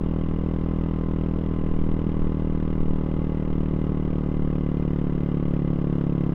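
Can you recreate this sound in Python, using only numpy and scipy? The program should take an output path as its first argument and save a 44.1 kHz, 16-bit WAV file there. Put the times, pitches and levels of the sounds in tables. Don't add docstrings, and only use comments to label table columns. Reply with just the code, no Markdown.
import sys
import numpy as np
from scipy import signal
from scipy.fft import rfft, irfft
from scipy.io import wavfile
from scipy.ndimage import uniform_filter1d

SR = 44100
rng = np.random.default_rng(int(sys.argv[2]) if len(sys.argv) > 2 else 0)


def master_out(mix):
    frames = np.transpose(np.atleast_2d(mix))
    ceiling = np.clip(frames, -1, 1)
    pcm = np.round(ceiling * 32767).astype(np.int16)
    wavfile.write(sys.argv[1], SR, pcm)


N = 279594
TIME = np.arange(N) / SR
FREQ = np.maximum(np.fft.rfftfreq(2 * N, 1 / SR), 1e-3)
CRUISE_HZ = 40

def undb(db):
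    return 10 ** (np.asarray(db) / 20)

def seconds(ms):
    return ms / 1000

def shape(x, response):
    return irfft(rfft(x, 2 * N) * response)[:N]

def lowpass(hz, order):
    return 1 / (1 + (FREQ / hz) ** order)

def modes(table, order=1):
    return sum(undb(db) / (1 + 1j * (FREQ ** 2 - hz ** 2) / (FREQ * width_hz)) ** order
               for hz, width_hz, db in table)

def noise(spectrum, flow=1):
    hz, db = np.transpose(spectrum)
    density_db = np.interp(np.log(FREQ), np.log(hz), db)
    return shape(flow * rng.standard_normal(N), np.sqrt(SR / 2) * undb(density_db))

def walk(rate_hz):
    hold = int(SR / rate_hz)
    steps = np.repeat(rng.standard_normal(N // hold + 1), hold)
    drift = uniform_filter1d(uniform_filter1d(steps, hold), hold)[:N]
    return drift / drift.std()

def clicks(times_s, sizes):
    place = np.clip(times_s * SR, 0, N)
    i, part = place.astype(int), place % 1
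    return (np.bincount(i, sizes * (1 - part), N + 2) + np.bincount(i + 1, sizes * part, N + 2))[:N]

# cruise_delay_ms, smear_ms, cruise_gain, loaded_gain
EXHAUST_PUSHES = [(.33, 0.77, 2.02, 3), (6.0, 0.85, -0.64, 3.5), (8.66, 1.075, -4, -0.5),
                  (11, 0.64, -0.05, 1.6), (14.1, 4.35, -5, -3)]
# pitch_hz, width_hz, level_db
SILENCER_MODES = [(165.5, 9.9, -6), (262, 150, -12), (490, 61, -12.5), (541.3, 10, -4.5), (644, 17, -5.5)]
def exhaust(fired_s, firing_hz, load, blow_ms=2.203, outlet_hz=136, gain_db=19.0):
    scatter = rng.standard_normal((len(fired_s), len(EXHAUST_PUSHES) + 1)).T
    stretch = CRUISE_HZ / firing_hz
    size = stretch * undb(gain_db + .5 * scatter[0])
    waves = shape(clicks(fired_s, size), 1 + modes(SILENCER_MODES))
    for (delay_ms, smear_ms, cruise, loaded), push_scatter in zip(EXHAUST_PUSHES, scatter[1:]):
        strength = (cruise + (loaded - cruise) * load) * undb(.56 * push_scatter)
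        pushes = clicks(fired_s + seconds(delay_ms) * stretch, size * strength)
        smear = np.exp(-.5 * (2 * np.pi * FREQ * seconds(smear_ms)) ** 2)
        waves += shape(pushes, smear)
    progress = np.minimum(TIME / seconds(blow_ms), 1)
    blow = progress ** 1.49 * (1 - progress)
    centring = np.exp(1j * np.pi * FREQ * seconds(blow_ms))
    pulse = rfft(blow / blow.sum(), 2 * N) * centring
    radiation = 1 / (1 + outlet_hz / (1j * FREQ))
    absorption = lowpass(1500, order=4)
    return -shape(waves, pulse * radiation * absorption)

def bark(fired_s, load, front_ms=.059, ring_hz=680, width_hz=420, gain_db=-18, load_db=15, scatter_db=4):
    size = undb(gain_db + load_db * load + scatter_db * rng.standard_normal(len(fired_s)))
    fronts = clicks(fired_s + seconds(front_ms), size)
    ring = modes([(ring_hz, width_hz, 0)], order=2)
    return -shape(fronts, ring * lowpass(1800, order=6))

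# freq_hz, density_db
GAS_SPECTRUM = [(150, -82), (350, -78), (600, -77), (900, -87), (1200, -77), (1450, -79), (2300, -82.5),
                (3100, -83.5), (3700, -92), (4400, -103), (6300, -107), (9000, -120), (15000, -130)]
def gas_hiss(fired_s, load, lag_ms=.89, spit_ms=1.5, tail_ms=11, scatter_db=.8, load_db=2):
    size = undb(load_db * load + scatter_db * rng.standard_normal(len(fired_s)))
    puff = .49 * np.exp(-TIME / seconds(spit_ms)) + .56 * np.exp(-TIME / seconds(tail_ms))
    flow = shape(clicks(fired_s + seconds(lag_ms), size), rfft(puff, 2 * N))
    return noise(GAS_SPECTRUM, flow)

# delay_cycles, level_db
VALVE_TAPS = [(.01, -3.5), (0.191, -2.5), (0.392, -7.5), (.64, -16.5), (0.848, -4)]
FIN_HZ = 2848
# pitch_hz, width_hz, level_db
CASING_MODES = [(835, 120, -5.5), (1030, 47, -2), (1113, 120, 0), (1222, 70, -5), (1520, 160, -16),
                (2040, 110, -8), (FIN_HZ, 53, -11.5), (3090, 130, -23.5), (3100, 250, -29),
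                (5120, 320, -30)]
def valves(fired_s, firing_hz, load, jitter_ms=.064, scatter_db=2, gain_db=-4, load_db=4.5, chain_db=-35):
    delay_cycles, level_db = np.transpose(VALVE_TAPS)
    jitter, scatter = rng.standard_normal((2, len(fired_s), len(VALVE_TAPS)))
    times_s = fired_s[:, None] + delay_cycles / firing_hz[:, None] + seconds(jitter_ms) * jitter
    size = undb(level_db + scatter_db * scatter + load_db * load[:, None] + gain_db)
    taps = shape(clicks(times_s.ravel(), size.ravel()), lowpass(3600, order=8))
    chain = undb(chain_db) * rng.standard_normal(N)
    return shape(taps + chain, modes(CASING_MODES, order=2))

# resonance_hz, width_hz, peak_db
WALL_MODES = [(1022, 48, -52), (852, 20, -52.5)]
def gear_whine(cycles, rate_hz, teeth_per_cycle=(26, 22), waver_db=2.4, wobble_rad=.26):
    whine = 0
    for teeth, (resonance_hz, width_hz, peak_db) in zip(teeth_per_cycle, WALL_MODES):
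        detuning = 2 * (teeth * rate_hz - resonance_hz) / width_hz
        gain = undb(peak_db + waver_db * walk(9)) / np.hypot(1, detuning)
        whine += gain * np.sin(2 * np.pi * teeth * cycles + wobble_rad * walk(24))
    return whine

# freq_hz, density_db
ROAD_SPECTRUM = [(30, -56), (80, -65.5), (170, -64.5), (300, -69.5), (500, -70), (800, -81), (1150, -79.5),
                 (1500, -88), (2900, -110), (3600, -103), (4400, -112), (6500, -118), (9000, -123),
                 (15000, -127)]
def road_rush(swell_db=.2, flicker_db=.4):
    return noise(ROAD_SPECTRUM) * undb(swell_db * walk(1.974) + flicker_db * walk(20))

# peak_s, length_s, level_db
WIND_GUSTS = [(.13, .22, -26), (1.86, .2, -27), (2.241, .09, -14.5), (2.559, 0.17, -27), (2.87, .28, -22.5),
              (3.543, .12, -22.5), (4.35, .15, -31)]
# freq_hz, relative_db
BUFFET_SPECTRUM = [(2, -13), (7, -6), (12, 0), (20, -8.5), (32, -17), (55, -33), (120, -55), (500, -89.5),
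                   (15000, -170)]
def wind(rate_hz, cruise_db=-32, fall_db_per_hz=.5):
    breeze = undb(cruise_db - fall_db_per_hz * (CRUISE_HZ - rate_hz))
    gusts = [undb(level_db) * np.exp(-2 * ((TIME - peak_s) / length_s) ** 2)
             for peak_s, length_s, level_db in WIND_GUSTS]
    eddies = noise(BUFFET_SPECTRUM)
    return eddies / eddies.std() * np.sqrt(breeze ** 2 + sum(gust ** 2 for gust in gusts))

# start_s, level_db
LANE_BUMPS = [(1.105, -28), (2.009, -26), (2.067, -17), (3.185, -23), (3.728, -20.5), (3.895, -15),
              (5.402, -26)]
# pitch_hz, width_hz, relative_db
MOUNT_MODES = [(120, 67, 8), (190.7, 100, 17), (310, 100, -5.5)]
def bumps(cutoff_hz=420, shake_ms=16, knock_db=5, shake_db=-6):
    start_s, level_db = np.transpose(LANE_BUMPS)
    hits = clicks(start_s, undb(level_db))
    mount = modes(MOUNT_MODES)
    knocks = undb(knock_db) * shape(hits, mount / abs(irfft(mount)).max())
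    tremor = shape(rng.standard_normal(N), mount)
    decay = shape(hits, rfft(np.exp(-TIME / seconds(shake_ms)), 2 * N))
    shakes = undb(shake_db) * decay * tremor / tremor.std()
    return shape(shakes - knocks, lowpass(cutoff_hz, order=6))

# time_s, firing_hz
FIRING_RATE = [(0, 39.9), (0.8, 40.11), (2, 39.59), (4, 38.1), (5.2, 36.44), (6.34, 35.28)]
def scene(start_cycles=.529, burn_jitter_ms=.078, cruise_load=.073, load_doubling_hz=1.42):
    rate_hz = np.interp(TIME, *np.transpose(FIRING_RATE))
    cycles = start_cycles + np.cumsum(rate_hz) / SR
    fired_s = np.interp(np.arange(1, cycles[-1]), cycles, TIME)
    fired_s += seconds(burn_jitter_ms) * rng.standard_normal(len(fired_s))
    firing_hz = np.interp(fired_s, *np.transpose(FIRING_RATE))
    load = np.minimum(cruise_load * 2 ** ((CRUISE_HZ - firing_hz) / load_doubling_hz), 1)
    tailpipe = exhaust(fired_s, firing_hz, load) + bark(fired_s, load) + gas_hiss(fired_s, load)
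    casings = valves(fired_s, firing_hz, load) + gear_whine(cycles, rate_hz)
    return (tailpipe + casings + road_rush() + wind(rate_hz) + bumps())[None]

def record(dry):
    fade_ms, cutoff_hz = 4, 15700
    fade = np.minimum((TIME[-1] - TIME) / seconds(fade_ms), 1)
    return signal.sosfilt(signal.ellip(8, .2, 70, cutoff_hz, fs=SR, output="sos"), dry * fade)

dry = scene()
out = record(dry)
master_out(out)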